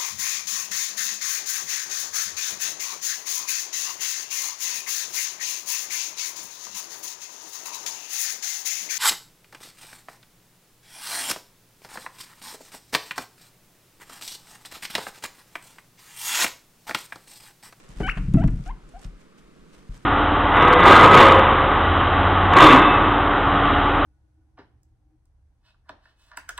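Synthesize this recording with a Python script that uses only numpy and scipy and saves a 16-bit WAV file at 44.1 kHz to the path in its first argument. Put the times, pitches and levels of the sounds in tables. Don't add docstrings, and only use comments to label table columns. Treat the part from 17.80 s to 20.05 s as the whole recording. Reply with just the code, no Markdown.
import sys
import numpy as np
from scipy import signal
from scipy.fft import rfft, irfft
from scipy.io import wavfile
from scipy.ndimage import uniform_filter1d

SR = 44100
rng = np.random.default_rng(int(sys.argv[2]) if len(sys.argv) > 2 else 0)


def unload_wav(signal):
    wavfile.write(
        sys.argv[1],
        SR,
        np.round(np.clip(np.atleast_2d(signal).T, -1, 1) * 32767).astype(np.int16),
    )


N = 99225
T = np.arange(N) / SR
TOP_HZ = 15400


def undb(db):
    return 10 ** (np.asarray(db) / 20)


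def unit(x):
    return x / np.sqrt(np.mean(x ** 2))


def gain_at(hz, points):
    f, db = np.array(points, float).T
    return undb(np.interp(np.log(hz + 1e-3), np.log(f), db))


def colour(x, points):
    hz = np.arange(N + 1) * SR / (2 * N)
    return irfft(rfft(x, 2 * N) * gain_at(hz, points))[..., :N]


def noise(points):
    return unit(colour(rng.standard_normal(N), points))


def noise_band(points, hz, q):
    return unit(signal.lfilter(*signal.iirpeak(hz, q, fs=SR), noise(points)))


def wobble(per_second):
    hold = int(SR / per_second)
    steps = np.repeat(rng.standard_normal(N // hold + 1), hold)
    return unit(uniform_filter1d(steps, hold)[:N])


def fade(seconds):
    return np.exp(-np.log(1000) * T / seconds)


def rise(seconds):
    return 1 - np.exp(-T / seconds)


def at(x, start):
    return np.pad(x, (max(int(start * SR), 0), 0))[:N]


def pan(x, db):
    return x * undb(np.array([[db], [-db]]) / 2)


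def from_direction(x, table):
    f, db, lead = np.array(table, float).T
    log_hz = np.log(np.arange(N + 1) * SR / (2 * N) + 1e-3)
    left = undb(np.interp(log_hz, np.log(f), db) / 2) * np.exp(1j * np.interp(log_hz, np.log(f), lead) / 2)
    return irfft(rfft(x, 2 * N) * np.array([left, 1 / left]))[:, :N]


# frequency in Hz, level in dB.
HUSH_COLOUR = [(25, -0.5), (40, -18), (66, -17.5), (105, -23), (150, -6), (235, -8.5), (320, -11),
               (460, -14.5), (790, -29), (1200, -20), (1700, -26), (5900, -39.5), (9000, -42.5),
               (15000, -57.5)]
# frequency in Hz, left minus right in dB, left's head start in radians.
HUSH_DIRECTION = [(30, 3.3, -0.34), (150, -1.5, -1.17), (450, -6, -1.4), (1300, -1.5, -1.25),
                  (4400, 4.5, -1), (14000, -2.5, -0.61)]


def room_hush():
    middle = noise(HUSH_COLOUR)
    side = 0.84 * signal.lfilter(*signal.butter(1, 3500, "high", fs=SR), noise(HUSH_COLOUR))
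    return from_direction(undb(-53) * np.array([middle + side, middle - side]), HUSH_DIRECTION)


# frequency in Hz, level in dB.
HAY_COLOUR = [(300, 11), (1200, 7.5), (2500, 4), (4000, -1), (8500, -2.5), (11000, -11.5), (15000, -21)]
# time in seconds, level in dB.
RUSTLE_LEVELS = [(0, -59.5), (.14, -57), (.18, -53.5), (.205, -52), (.29, -52), (.335, -60.5), (.38, -56),
                 (.45, -59.5), (.71, -62.5), (.8, -63), (.87, -54.5), (.95, -92), (1.12, -65),
                 (1.18, -62.5), (1.235, -54), (1.28, -62.5), (1.36, -87), (1.41, -61.5), (1.55, -91),
                 (1.585, -59.5), (1.64, -74.5), (1.9, -68.5), (1.95, -58.5), (2.05, -70), (2.15, -58.5),
                 (2.25, -64)]


def hay_rustle(clicks_per_second=4000, spread_db=2.2, width=0.83):
    sizes = undb(spread_db * np.minimum(rng.exponential(size=(2, N)), 5))
    clicks = (rng.random((2, N)) < clicks_per_second / SR) * sizes * rng.standard_normal((2, N))
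    middle, side = unit(colour(clicks, HAY_COLOUR))
    level = undb(np.interp(T, *np.array(RUSTLE_LEVELS).T) + 1.88 * wobble(55))
    return level * np.array([middle + width * side, middle - width * side])


# start in seconds, level in dB, centre in Hz, left minus right in dB.
STALK_TICKS = [(0.0896, -51, 8260, 0), (0.2005, -49, 4440, 0), (0.2687, -44.5, 4400, 1),
               (0.3713, -54, 6000, 3), (0.5383, -42.5, 10000, -2.5), (0.569, -55.5, 6550, -5),
               (0.596, -56, 5510, -5), (0.601, -58, 6570, -10), (0.6383, -55.5, 5880, 8),
               (0.6762, -48.5, 7000, -5), (0.707, -56, 7500, 5), (.839, -56, 5750, 18),
               (.8605, -50.5, 5020, 5), (0.8771, -48.5, 6700, 4), (1.0907, -54, 7850, 3),
               (1.1934, -53, 6950, -8), (1.216, -51, 9000, -9), (1.2458, -42.5, 4200, -4),
               (2.144, -53.5, 5940, 4), (2.1765, -54.5, 6400, 2)]


def hay_ticks():
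    out = np.zeros((2, N))
    for start, db, hz, side_db in STALK_TICKS:
        tick = undb(db) * noise_band(HAY_COLOUR, hz, q=1.5) * fade(0.017)
        out += pan(at(tick, start), side_db)
    return out


# start in seconds, thud level in dB, push length in seconds, rumble level in dB.
PAW_STEPS = [(0.091, -38.5, 0.0033, -41.5), (0.164, -35.5, 0.0036, -31), (.203, -18, 0.0014, -22.5),
             (.219, -22, 0.0035, -24), (0.273, -33, 0.0065, -22), (.366, -24, .004, -23.5),
             (.392, -26, 0.004, -23.5), (.428, -19, 0.0068, -22.5), (.481, -13, 0.0057, -24),
             (.513, -18.5, 0.0055, -29), (.541, -2, 0.0033, -24), (.572, -19, 0.0049, -21),
             (.604, -9.5, 0.005, -33.5), (.641, -6.5, .004, -11), (.680, -17, 0.0069, -15.5),
             (.722, -18, 0.0051, -18.5), (.752, -21, .005, -30.5), (0.789, -35.5, 0.0046, -26.5),
             (0.863, -51, 0.0029, -27.5), (0.893, -50, 0.0065, -28.5), (.918, -42, 0.0027, -47.5),
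             (.955, -43.5, 0.0029, -56), (1.03, -47, 0.0055, -42), (1.14, -78, 0.0093, -36.5),
             (1.249, -29, 0.0052, -28.5), (1.274, -52, .006, -63), (1.327, -56, 0.0047, -42.5),
             (1.634, -64, .007, -51), (1.79, -59, 0.008, -48), (1.97, -58, .006, -49),
             (2.09, -32, 0.0053, -28), (2.127, -45, 0.0039, -50)]
# pitch in Hz, level in dB, fade time in seconds.
FLOOR_NOTES = [(54.8, -5, 0.07), (115.4, -13.5, 0.067), (153.8, -2.5, 0.078), (181.8, -4, .12),
               (210.8, -9, 0.1), (261.8, -5, .14), (319.4, -14.5, 0.19), (412, -12, 0.19)]
# frequency in Hz, level in dB.
RATTLE_COLOUR = [(40, -11.5), (90, -7.5), (125, 6), (250, -0.5), (330, -1), (420, -7), (700, -12.5),
                 (1500, -53), (4000, -68.5)]


def footfalls(rumble_hz=36.7):
    out = np.zeros(N)
    for start, db, push_s, rumble_db in PAW_STEPS:
        detune = 1 + 0.015 * rng.standard_normal(len(FLOOR_NOTES) + 1)
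        ring = -sum(undb(note_db) * fade(fade_s) * np.sin(2 * np.pi * hz * shift * T)
                    for (hz, note_db, fade_s), shift in zip(FLOOR_NOTES, detune))
        rattle = undb(-9.5) * noise(RATTLE_COLOUR) * fade(0.37)
        push = np.sin(np.pi * T[T < push_s] / push_s)
        thud = signal.fftconvolve((ring + rattle) * rise(0.002), push)[:N]
        rumble = np.sin(2 * np.pi * rumble_hz * detune[-1] * T) * fade(0.19) * rise(0.0098)
        out += at(undb(db) * thud / np.abs(thud).max(), start)
        out += at(undb(rumble_db) * rumble / np.abs(rumble).max(), start)
    return out


# start in seconds, level in dB, pitch in Hz, fade time in seconds.
PEN_KNOCKS = [(.2015, -20, 415, .07), (.640, -24, 650, .04), (.863, -44, 295, .2)]


def knocks():
    return sum(at(undb(db) * np.sin(2 * np.pi * hz * T) * fade(fade_s) * rise(0.0012), start)
               for start, db, hz, fade_s in PEN_KNOCKS)


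# start in seconds, level in dB, fade time in seconds, centre in Hz.
PAW_SCUFFS = [(.202, -29.5, 0.13, 503), (.372, -32.5, 0.073, 1100), (.541, -33, 0.069, 700),
              (.571, -41.5, .03, 700), (0.6379, -30, .03, 1000), (0.68, -37, 0.045, 1200),
              (.861, -48, 0.039, 1900), (1.246, -55, 0.056, 1400)]
# frequency in Hz, level in dB.
FLEECE_COLOUR = [(150, -7), (500, -1), (1200, -4.5), (2600, -5), (3600, -13.5), (7000, -20), (10000, -22),
                 (12500, -39.5)]


def scuffs():
    return sum(at(undb(db) * noise_band(FLEECE_COLOUR, hz, q=1) * fade(fade_s) * rise(0.00097), start)
               for start, db, fade_s, hz in PAW_SCUFFS)


# time in seconds, pitch in Hz, level in dB, strength of the overtones in dB.
SQUEAK_SHAPES = [
    [(.2305, 752, -38, 0), (.24, 749.3, -37.5, 0), (.265, 757.6, -31.5, -2.5), (.276, 822, -37, 1),
     (.283, 1040, -31.5, -1), (.288, 1240, -24, -7.5), (.293, 1544, -24.5, -6), (.298, 2347, -16, -14.5),
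     (.302, 2746, -25, -8), (.307, 2970, -40, 3), (.314, 2840, -32, -10), (.324, 2640, -32, -16)],
    [(.570, 695, -29.5, -15), (.585, 652, -28.5, -16.5), (.601, 658, -29, -20), (.615, 721, -33, -14.5),
     (.624, 806, -34.5, -10), (.633, 986, -37.5, -12), (.641, 1027, -39.5, -3.5)],
    [(.860, 710, -47, -4.5), (.877, 721, -38.5, -18.5), (.893, 797, -38.5, -12), (.905, 978, -37.5, -22),
     (.913, 1072, -37, -6.5), (.919, 1020, -46, -23)],
    [(1.137, 682.4, -51, -29), (1.145, 696, -41, -21), (1.158, 704, -39.5, -26), (1.173, 791, -42, -24),
     (1.183, 779, -47, -26), (1.189, 777, -68, -24), (1.198, 810, -50, -22), (1.211, 820, -69, -22)],
]
# frequency in Hz, level in dB.
THROAT_COLOUR = [(650, 0), (1000, -1), (1480, 4), (2200, -3), (3000, -1), (3350, -22), (4500, -33),
                 (6000, -25), (9000, -29), (13000, -48)]


def squeaks(pitch_wobble=0.006, level_wobble_db=1.2, rasp_db=-25.5):
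    out = np.zeros(N)
    for squeak in SQUEAK_SHAPES:
        times, hz, db, overtones_db = np.array(squeak).T
        pitch = uniform_filter1d(np.interp(T, times, hz), size=130) * (1 + pitch_wobble * wobble(400))
        phase = 2 * np.pi * np.cumsum(pitch) / SR
        richness_db = np.interp(T, times, overtones_db)
        voice = gain_at(pitch, THROAT_COLOUR) * np.sin(phase)
        for k in range(2, 7):
            strength = undb(richness_db * np.log2(k) ** 0.49) * gain_at(k * pitch, THROAT_COLOUR)
            voice += strength * np.sin(k * phase) * (k * pitch < TOP_HZ)
        voice += undb(rasp_db) * noise(THROAT_COLOUR) * (1 + np.cos(phase))
        on_off = np.clip((T - times[0]) / 0.002, 0, 1) * np.clip((times[-1] - T) / 0.0022 + 0.5, 0, 1)
        level = undb(np.interp(T, times, db) + level_wobble_db * wobble(200))
        out += on_off * level * voice
    return out


# frequency in Hz, level in dB.
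ECHO_COLOUR = [(100, -8), (600, -3), (1200, 0), (2800, 0), (5000, -5), (12000, -9)]


def wall_echo(x, fade_s=0.42, delay_s=0.005):
    decay = fade(fade_s) / np.sqrt(np.sum(fade(fade_s) ** 2))
    left, right, shared = colour(rng.standard_normal((3, N)), ECHO_COLOUR) * decay
    return np.array([at(signal.fftconvolve(x.mean(axis=0), (shared + ear) / np.sqrt(2))[:N], delay_s)
                     for ear in (left, right)])


# frequency in Hz, left minus right in dB, left's head start in radians.
ANIMAL_DIRECTION = [(30, 2.4, 0), (151, 0.43, -0.064), (400, 1.5, -0.34), (700, 3, -.25),
                    (1300, 2.5, -0.16), (2470, 6.5, -1.15), (4200, -0.5, -0.54), (8000, -.5, -.2)]


def scene():
    animals = from_direction(squeaks() + scuffs() + knocks(), ANIMAL_DIRECTION)
    hay = pan(hay_ticks() + hay_rustle(), db=-1)
    echo = undb(-10) * pan(wall_echo(animals + hay), db=2.5)
    floor = from_direction(footfalls(), ANIMAL_DIRECTION)
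    return animals + hay + echo + floor + room_hush()


def record(dry):
    return signal.sosfilt(signal.ellip(8, 0.2, 70, TOP_HZ, fs=SR, output="sos"), dry)


dry = scene()
out = record(dry)
unload_wav(out)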